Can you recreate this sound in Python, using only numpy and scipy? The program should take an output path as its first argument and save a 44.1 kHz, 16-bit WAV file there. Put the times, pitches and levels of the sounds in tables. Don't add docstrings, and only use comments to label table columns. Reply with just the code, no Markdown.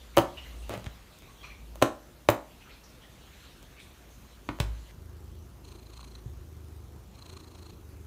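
import sys
import numpy as np
from scipy import signal
from scipy.fft import rfft, irfft, next_fast_len
from scipy.io import wavfile
from scipy.ndimage import uniform_filter1d, map_coordinates

SR = 44100
rng = np.random.default_rng(int(sys.argv[2]) if len(sys.argv) > 2 else 0)


def decibels_to_gain(level_db):
    exponent = np.asarray(level_db, float) / 20
    return 10 ** exponent


def transcribe(signal):
    frames = np.atleast_2d(signal).T
    limited = np.clip(frames, -1, 1)
    pcm = np.round(limited * 32767).astype(np.int16)
    wavfile.write(sys.argv[1], SR, pcm)


N = 355446
T = np.arange(N) / SR
SCENE_CHANGE_S = 4.92

# start in seconds, crack in dB, panel in dB, hardness in dB per octave.
DOOR_KNOCKS = [(0.1681, -34, -21.5, 14.5), (0.1722, -14, -7.5, 5), (0.1772, -5, -32, -21),
               (.1812, -22, -12.5, 10.5), (.1865, -15, -11, -1), (0.191, -31, -27.5, 4),
               (1.8159, -32, -25, 4), (1.8209, -40, -16, 12), (1.8237, -6, -7.5, 1),
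               (1.8275, -20.5, -16, 7.5), (2.2875, -2.5, -7, -5.5), (2.2911, -23.5, -39, 11),
               (2.3023, -34, -34, 17), (4.4889, -13.5, -26.5, -14.5), (4.4921, -20, -50, -15.5),
               (4.601, -14.5, -24, 0), (4.603, -11.5, -47, -1.5)]
# start in seconds, crack in dB, panel in dB, hardness in dB per octave.
CLAW_TICKS = [(.6940, -33, -30, 8), (0.7382, -27, -30, 0.5), (0.751, -37, -33.5, -4),
              (.7764, -41, -36.5, 8), (0.796, -43, -43, 5), (0.8427, -29.5, -53, -0.5),
              (.8620, -25, -58, -5), (.8660, -23.5, -43, -7), (1.1873, -48, -77, 10), (1.2214, -41, -53, 3),
              (1.756, -43.5, -39.5, 10.5), (3.628, -43, -51, 6.5), (4.587, -29, -42, -9),
              (4.6185, -29, -42, -6), (4.9095, -38.5, -64, -4)]
# frequency in Hz, level in dB, t60 in seconds.
PANEL_MODES = [(338, -29, 0.066), (375, -7, 0.018), (598, 3.5, 0.017), (856, 5, 0.0066),
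               (1066, -10.5, 0.012), (1590, -21, 0.022), (2075, -34, 0.048), (2920, -4, 0.0072)]
# frequency in Hz, level in dB per Hz.
CRACK_COLOUR = [(900, -14), (1500, -10.5), (3500, -10), (5000, -16.5), (6600, -14), (9000, -20),
                (14500, -27), (15600, -32), (16000, -2), (17000, -12)]
# start in seconds, hold in seconds, level in dB.
MAT_DRAGS = [
    (0.696, 0.052, -39),
    (.845, 0.02, -55),
]
DRAG_RISE_S, DRAG_FADE_DB_PER_S = 0.0086, 420
# start in seconds, level in dB, t60 in seconds.
MAT_FLOP = [
    (4.6006, -25, 0.034),
    (4.6035, -50, 0.21),
]
# frequency in Hz, level in dB per Hz.
GRIT_COLOUR = [(88, -35), (150, -7), (649, -4.5), (730, -10), (1310, -14), (1450, -17.5), (2310, -15.5),
               (5150, -30), (16000, -40)]
# frequency in Hz, level in dB per Hz.
SLAP_COLOUR = [(88, -30), (150, 13), (479, -17), (1140, -16), (1900, -18), (2090, -6), (13800, -39),
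               (16500, -38)]
# start in seconds, peak in dB, frequency in Hz, t60 in seconds.
RAIL_PATS = [
    (4.4894, -19, 320, .03),
    (4.4894, -19.5, 560, .025),
]
# start in seconds, peak in dB, frequency in Hz, t60 in seconds.
FLOOR_THUDS = [(0.177, -20.5, 120, 0.17), (0.699, -38, 105, 0.49), (0.774, -34.5, 114, 0.17),
               (0.866, -23.5, 104, 0.049), (1.823, -22, 120, 0.12), (2.288, -20.5, 112, 0.16),
               (4.491, -34, 115, 0.16), (4.6027, -14, 111, 0.046), (4.613, -25.5, 55.7, 0.52),
               (4.63, -36, 104.6, 0.6), (6.258, -28.5, 116, 0.1)]
# start in seconds, level in dB, frequency in Hz, width in Hz.
FAR_SCUFFS = [(0, -59, 3360, 900), (0.136, -51, 2280, 500), (0.364, -43, 2850, 356),
              (0.449, -53, 2050, 500), (0.581, -59, 8800, 1500), (.62, -54, 2800, 300),
              (1.12, -59, 3620, 500), (1.22, -58, 2300, 300), (1.259, -56, 1090, 150),
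              (1.393, -52, 3280, 302), (1.43, -46, 2440, 420), (1.427, -51.5, 4190, 248),
              (1.428, -58, 5900, 400), (1.43, -49.5, 1120, 305), (1.498, -49.5, 2360, 250),
              (2.499, -59.5, 2740, 500), (2.602, -55.5, 2670, 910), (2.652, -55.5, 1355, 200),
              (2.687, -52.5, 2400, 900), (2.701, -55.5, 4170, 900), (2.833, -55.5, 5470, 1500),
              (3.009, -55.5, 3200, 600), (3.032, -58.5, 1890, 300), (3.318, -61, 2470, 400),
              (3.44, -62, 3570, 500), (3.62, -65, 3300, 500), (3.763, -50.5, 2350, 500),
              (3.79, -53.5, 3600, 606), (3.791, -58, 8200, 4000), (4.1, -60, 6300, 900)]
SCUFF_T60_S, SCUFF_SKIRT = 0.4, 0.15
# time in seconds, level in dB.
FUR_LEVEL = [(0.0, -59), (0.34, -57.5), (0.71, -57.5), (1.0, -61.5), (1.39, -61.5), (1.63, -68.5),
             (2.3, -73), (2.49, -62.5), (3.08, -64), (3.45, -55.5), (3.58, -60.5), (4.25, -67), (4.51, -63),
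             (4.91, -59.5)]
# frequency in Hz, level in dB per Hz.
FUR_SPECTRUM = [(400, -34), (1000, -13), (1600, -10.5), (2500, -7), (4000, -6.5), (5200, -16.5),
                (7000, -16), (10000, -24), (16000, -65)]

# time in seconds, level in dB.
PURR_EFFORT = [(4.93, -58), (5.01, -50), (5.42, -49.5), (5.55, -70), (5.64, -54), (5.75, -49), (5.99, -65),
               (6.22, -57), (6.41, -46.5), (6.75, -44), (7.05, -58), (7.2, -64), (7.34, -47), (7.44, -61.5),
               (7.61, -50.5), (7.74, -54), (8.0, -44), (8.06, -45)]
# time in seconds, rate in pulses per second.
LARYNX_RATE = [(4.93, 26.9), (5.63, 27.4), (5.86, 28.0), (6.19, 27.5), (6.42, 25.8), (6.91, 25.05),
               (7.18, 27.9), (7.57, 27.1), (7.75, 26.5), (7.86, 25.2), (8.06, 25.1)]
# frequency in Hz, level in dB.
CHEST_COLOUR = [(55, -97), (70, 13), (82, 19.5), (95, -7), (120, -74)]
# frequency in Hz, level in dB.
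RIBS_COLOUR = [(80, -41), (98, 13), (112, 12.5), (130, 7.5), (160, -25), (185, 2.5), (240, -35)]
# frequency in Hz, level in dB.
THROAT_COLOUR = [(150, -1), (200, -6.5), (300, 3.5), (370, 5.5), (450, -6.5), (700, -50.5)]
# time in seconds, air flow in dB.
IN_BREATHS = [
    [(5.63, -84), (5.65, -66.5), (5.72, -63), (5.84, -74), (5.99, -62.5), (6.09, -69.5), (6.155, -67),
     (6.2, -72), (6.23, -88)],
    [(7.13, -74), (7.19, -69), (7.3, -61.5), (7.45, -69.5), (7.63, -67), (7.71, -66), (7.75, -79)],
]
# frequency in Hz, width in Hz, level in dB.
NOSE_PEAKS = [(2550, 1100, 0), (3350, 340, -7), (4146, 390, 10), (6500, 1050, -1.5), (8830, 3000, -7.5)]
# start in seconds, level in dB, share in the nose from 0 to 1.
AIRWAY_SNAPS = [(5.725, -48, 0.8), (5.869, -41, 0.53), (5.993, -35.5, 0.14), (6.03, -36, 0.5),
                (6.153, -39, 1), (7.224, -37, 1)]
MEAN_EFFORT_DB = -52
RIBS_DB, THROAT_DB = -55.5, -57
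RIBS_FOLLOW, THROAT_FOLLOW = 0.23, 0.62
IN_RIBS_DB, IN_THROAT_DB = -3.5, 6.5
MOUTH_OVER_NOSE_DB = [2.5, 5]
MOUTH_LAG_S = 0.1
SNAP_REFERENCE_DB = -31

# frequency in Hz, t60 in seconds.
ROOM_DECAY = [(100, 0.57), (300, 0.19), (600, 0.39), (1200, 0.3), (3000, 0.23), (8000, 0.28), (15000, 0.15)]
# frequency in Hz, level in dB.
HOLLOW_COLOUR = [(150, 2), (230, 9.5), (300, 20.5), (420, -14.5), (580, -2.5), (800, 0.5), (1150, 0.5),
                 (1600, 3), (2400, -2.5), (5000, 0), (10000, -1.5), (17000, 5.5)]
# time in seconds, level in dB.
RUMBLE_LEVEL = [(0.0, -49), (0.2, -52), (0.67, -41.5), (0.78, -61), (0.87, -40.5), (1.14, -62),
                (1.75, -45.5), (1.88, -57), (3.0, -56.5), (4.5, -57), (4.7, -31.5), (4.87, -55), (5.4, -49),
                (5.79, -55), (5.95, -47.5), (6.37, -45), (6.49, -63), (6.9, -49.5)]
# frequency in Hz, level in dB per Hz.
RUMBLE_COLOUR = [(30, -47.5), (46, -18), (53, -6), (57, 8), (61, -8.5), (70, -3), (100, -115)]
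# frequency in Hz, level in dB per Hz.
DEEP_RUMBLE_COLOUR = [(20, -64), (32, 3.5), (40, 14), (47, 14.5), (56, -43), (90, -72.5)]
# frequency in Hz, level in dB per Hz.
ROOM_TONE_COLOUR = [(45, -14), (65, -5.5), (85, 2), (120, 0), (200, -4), (350, -7), (600, -16),
                    (1200, -20.5), (2500, -60)]
# frequency in Hz, level in dB per Hz.
HISS_COLOUR = [(250, -25.5), (450, -4), (800, -7), (1310, -7.5), (2160, -12.5), (4000, -14), (4940, -16.5),
               (6200, -14), (7770, -18.5), (10500, -19), (12800, -17.5), (15300, -19), (16500, -51)]
# time in seconds, level in dB.
AIR_STIR = [
    (0, -1),
    (.5, 3),
    (1, 0),
]
RUMBLE_SETTLED_DB, RUMBLE_SWAY_DB, DEEP_DB = -54.5, 2.5, -62.5
HISS_DB, TONE_DB = [-60, -62], [-56.5, -55.5]


def unit(x):
    return x / np.sqrt(np.mean(x ** 2) + 1e-20)


def white(count=N):
    return rng.standard_normal(count)


def along(points, hz):
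    f, v = np.transpose(points)
    return np.interp(np.log(hz + 1), np.log(f + 1), v)


def curves(rows):
    s, *cols = np.transpose(rows)
    return [np.interp(T, s, c) for c in cols]


def during(rows):
    inside = (T > rows[0][0]) * (T < rows[-1][0])
    return uniform_filter1d(1.0 * inside, size=60)


def filtered(x, response):
    m = next_fast_len(len(x) + 8192)
    return irfft(rfft(x, m) * response(np.fft.rfftfreq(m, 1 / SR)), m)[:len(x)]


def coloured(x, spectrum):
    return unit(filtered(x, lambda hz: decibels_to_gain(along(spectrum, hz))))


def hiss(patchy_db, count=N):
    z = signal.stft(white(count + 512), nperseg=512)[2]
    field = uniform_filter1d(rng.standard_normal(z.shape), size=6, axis=0)
    field = uniform_filter1d(field, size=10, axis=1)
    return signal.istft(z * decibels_to_gain(patchy_db * unit(field)), nperseg=512)[1][:count]


def steady(x):
    envelope = np.abs(signal.hilbert(x, next_fast_len(N))[:N])
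    return unit(x / (envelope + 0.4))


def peak(hz, centre_hz, width_hz):
    return 1 / (1 + ((hz - centre_hz) / width_hz * 2) ** 2)


def ring(modes, t):
    return sum(decibels_to_gain(db - 60 * t / t60) * np.sin(2 * np.pi * hz * t) for hz, db, t60 in modes)


def door():
    t = np.arange(SR // 2) / SR
    cracks, blows = np.zeros(N), np.zeros(N)
    for s, crack_db, panel_db, hard_db in DOOR_KNOCKS + CLAW_TICKS:
        i = round(s * SR)
        burst = 0.25 * decibels_to_gain(-60 * t[:600] / 0.007) * white(600)
        burst[40] += 1.5

        def bending(hz):
            colour_db = along(CRACK_COLOUR, hz) + hard_db * np.log2(hz / 4000 + 0.5)
            return decibels_to_gain(colour_db) * np.exp(-2j * np.pi * 0.0671 * np.sqrt(hz))

        cracks[i - 22:i + 578] += decibels_to_gain(crack_db) * filtered(burst, bending)
        blows[i + 46] = decibels_to_gain(panel_db)
    soft = 1 - np.exp(-t / 0.0004)
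    body = soft * decibels_to_gain(2.0) * ring(PANEL_MODES, t)
    body = signal.sosfilt(signal.butter(3, 260, "high", fs=SR, output="sos"), body)
    return decibels_to_gain(16.5) * cracks + signal.fftconvolve(blows, body)[:N]


def mat():
    grain_size = decibels_to_gain(3 * rng.exponential(size=N).clip(0, 2.5))
    grains = (rng.random(N) < 2500 / SR) * grain_size * white()
    stroke, fall = np.zeros(N), np.zeros(N)
    for s, hold, db in MAT_DRAGS:
        rise = np.clip((T - s) / DRAG_RISE_S, 0, 1)
        stroke += rise * decibels_to_gain(db - DRAG_FADE_DB_PER_S * np.clip(T - s - hold, 0, 1))
    for s, db, t60 in MAT_FLOP:
        fall += (T > s) * decibels_to_gain(db - 60 * np.clip(T - s, 0, 1) / t60)
    scrape = coloured(grains + 0.5 * white(), GRIT_COLOUR)
    return stroke * scrape + fall * coloured(white(), SLAP_COLOUR)


def thuds(rows):
    out, t = np.zeros(N + SR), np.arange(SR // 2) / SR
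    for s, db, hz, t60 in rows:
        out[round(s * SR):][:len(t)] -= ring([(hz, db, t60)], t) * (1 - np.exp(-t / 0.0007))
    return out[:N]


def rustles():
    out, t = np.zeros(N + SR), np.arange(SR // 2) / SR
    for s, db, hz, width_hz in FAR_SCUFFS:
        puff = unit(filtered(white(len(t)),
                             lambda f: peak(f, hz, width_hz) + SCUFF_SKIRT * peak(f, hz, hz)))
        uneven_db = 2.5 * np.sin(2 * np.pi * (17 * t + rng.random()))
        envelope = decibels_to_gain(db + uneven_db - 60 * t / SCUFF_T60_S) * (1 - np.exp(-t / 0.008))
        out[round(s * SR):][:len(t)] += envelope * puff
    fur_db, = curves(FUR_LEVEL)
    fur = decibels_to_gain(fur_db - 2) * during(FUR_LEVEL) * coloured(hiss(patchy_db=3.5), FUR_SPECTRUM)
    return out[:N] + fur


def larynx():
    cycle = np.cumsum(curves(LARYNX_RATE)[0]) / SR + 0.923
    index = cycle.astype(int)
    chance = rng.standard_normal((index[-1] + 1, 2))
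    pulses = np.diff(index, prepend=index[0]) * decibels_to_gain(0.88 * chance[index, 0])
    opening = (cycle + 0.72) % 1
    gate = opening ** 2.8 * (1 - opening ** 14) * decibels_to_gain(1.6 * chance[index, 1])
    return pulses, gate


def body_purr(pulses, gate):
    chest_db, = curves(PURR_EFFORT)
    swing_db = chest_db - MEAN_EFFORT_DB
    inward = uniform_filter1d(sum(during(rows) for rows in IN_BREATHS), size=3000)
    ribs_db = RIBS_DB + RIBS_FOLLOW * swing_db + IN_RIBS_DB * inward
    throat_db = THROAT_DB + THROAT_FOLLOW * swing_db + IN_THROAT_DB * inward
    chest = decibels_to_gain(chest_db) * coloured(pulses, CHEST_COLOUR)
    ribs = decibels_to_gain(ribs_db) * coloured(pulses, RIBS_COLOUR)
    throat = 0.21 * coloured(pulses, THROAT_COLOUR)
    throat = throat + 0.49 * coloured((gate + 1.9) * white(), THROAT_COLOUR)
    return during(PURR_EFFORT) * decibels_to_gain(0.5) * (chest + ribs + decibels_to_gain(throat_db) * throat)


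def in_breaths(gate):
    nose = unit(filtered((gate + 0.07) * white(), lambda f: sum(
        decibels_to_gain(db) * peak(f, hz, width_hz) for hz, width_hz, db in NOSE_PEAKS)))
    mouth = unit(filtered((gate + 0.25) * white(),
                          lambda f: peak(f, 1100, 450) + 0.5 * peak(f, 750, 450)))
    out = np.zeros(N)
    for rows, open_db in zip(IN_BREATHS, MOUTH_OVER_NOSE_DB):
        nose_db, = curves(rows)
        mouth_db = open_db + uniform_filter1d(nose_db, size=round(MOUTH_LAG_S * SR))
        out += during(rows) * (decibels_to_gain(nose_db + 7) * nose + decibels_to_gain(mouth_db) * mouth)
    return out


def airway_snaps():
    snaps = np.zeros((2, N))
    for s, db, share in AIRWAY_SNAPS:
        snaps[:, round(s * SR)] = decibels_to_gain(db - SNAP_REFERENCE_DB) * np.clip([share, 1 - share], 0, 1)

    def passage(hz, width_hz):
        return lambda f: (1j * f * width_hz / (hz * hz - f * f + 1j * f * width_hz)) ** 2

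    in_nose = filtered(snaps[0], passage(hz=4060, width_hz=370))
    return in_nose + filtered(snaps[1], passage(hz=1090, width_hz=330))


def purr():
    pulses, gate = larynx()
    return body_purr(pulses, gate) + in_breaths(gate) + airway_snaps()


def room(x):
    out, step = np.zeros(N + SR), round(SR * 0.35)
    for start in range(0, 5 * SR, step):
        even = signal.stft(white(SR // 2), nperseg=1024)[2]
        even = signal.istft(even / np.abs(even), nperseg=1024)[1]
        hz, t, z = signal.stft(even, SR, nperseg=256)
        decay_db = -60 * t / along(ROOM_DECAY, hz)[:, None]
        tail = signal.istft(z * decibels_to_gain(decay_db + along(HOLLOW_COLOUR, hz)[:, None]), SR, nperseg=256)[1]
        wet = signal.fftconvolve(x[start:start + step], tail / np.linalg.norm(tail))
        out[start + 250:][:len(wet)] += wet
    return out[:N]


def background():
    after = 1 * (T > SCENE_CHANGE_S)
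    stir_db, = curves(AIR_STIR)
    sway = map_coordinates(rng.standard_normal(60), [T * 5])
    mode_db, = curves(RUMBLE_LEVEL + [(RUMBLE_LEVEL[-1][0] + 0.29, RUMBLE_SETTLED_DB)])
    rumble = decibels_to_gain(mode_db + RUMBLE_SWAY_DB * sway) * steady(coloured(white(), RUMBLE_COLOUR))
    deep = decibels_to_gain(DEEP_DB) * coloured(white(), DEEP_RUMBLE_COLOUR)
    tone = decibels_to_gain(np.take(TONE_DB, after) + stir_db) * coloured(hiss(patchy_db=1.6), ROOM_TONE_COLOUR)
    air = decibels_to_gain(np.take(HISS_DB, after) + stir_db) * coloured(hiss(patchy_db=2.0), HISS_COLOUR)
    return rumble + deep + tone + air


def scene():
    near = door() + mat() + thuds(RAIL_PATS)
    mix = near + decibels_to_gain(-5) * room(near) + thuds(FLOOR_THUDS) + rustles() + purr() + background()
    return mix[None]


def top_cut(x):
    return signal.sosfilt(signal.butter(12, 17080, fs=SR, output="sos"), x)


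def record(dry):
    heard = signal.sosfilt(signal.butter(4, 36, "high", fs=SR, output="sos"), dry[0])
    treble = [(15600, -0.5), (15900, -41), (16900, -39), (17100, -83)]  # (Hz, dB)
    heard = filtered(heard, lambda hz: decibels_to_gain(along(treble, hz)))
    return top_cut(heard[None])


dry = scene()
out = record(dry)
transcribe(out)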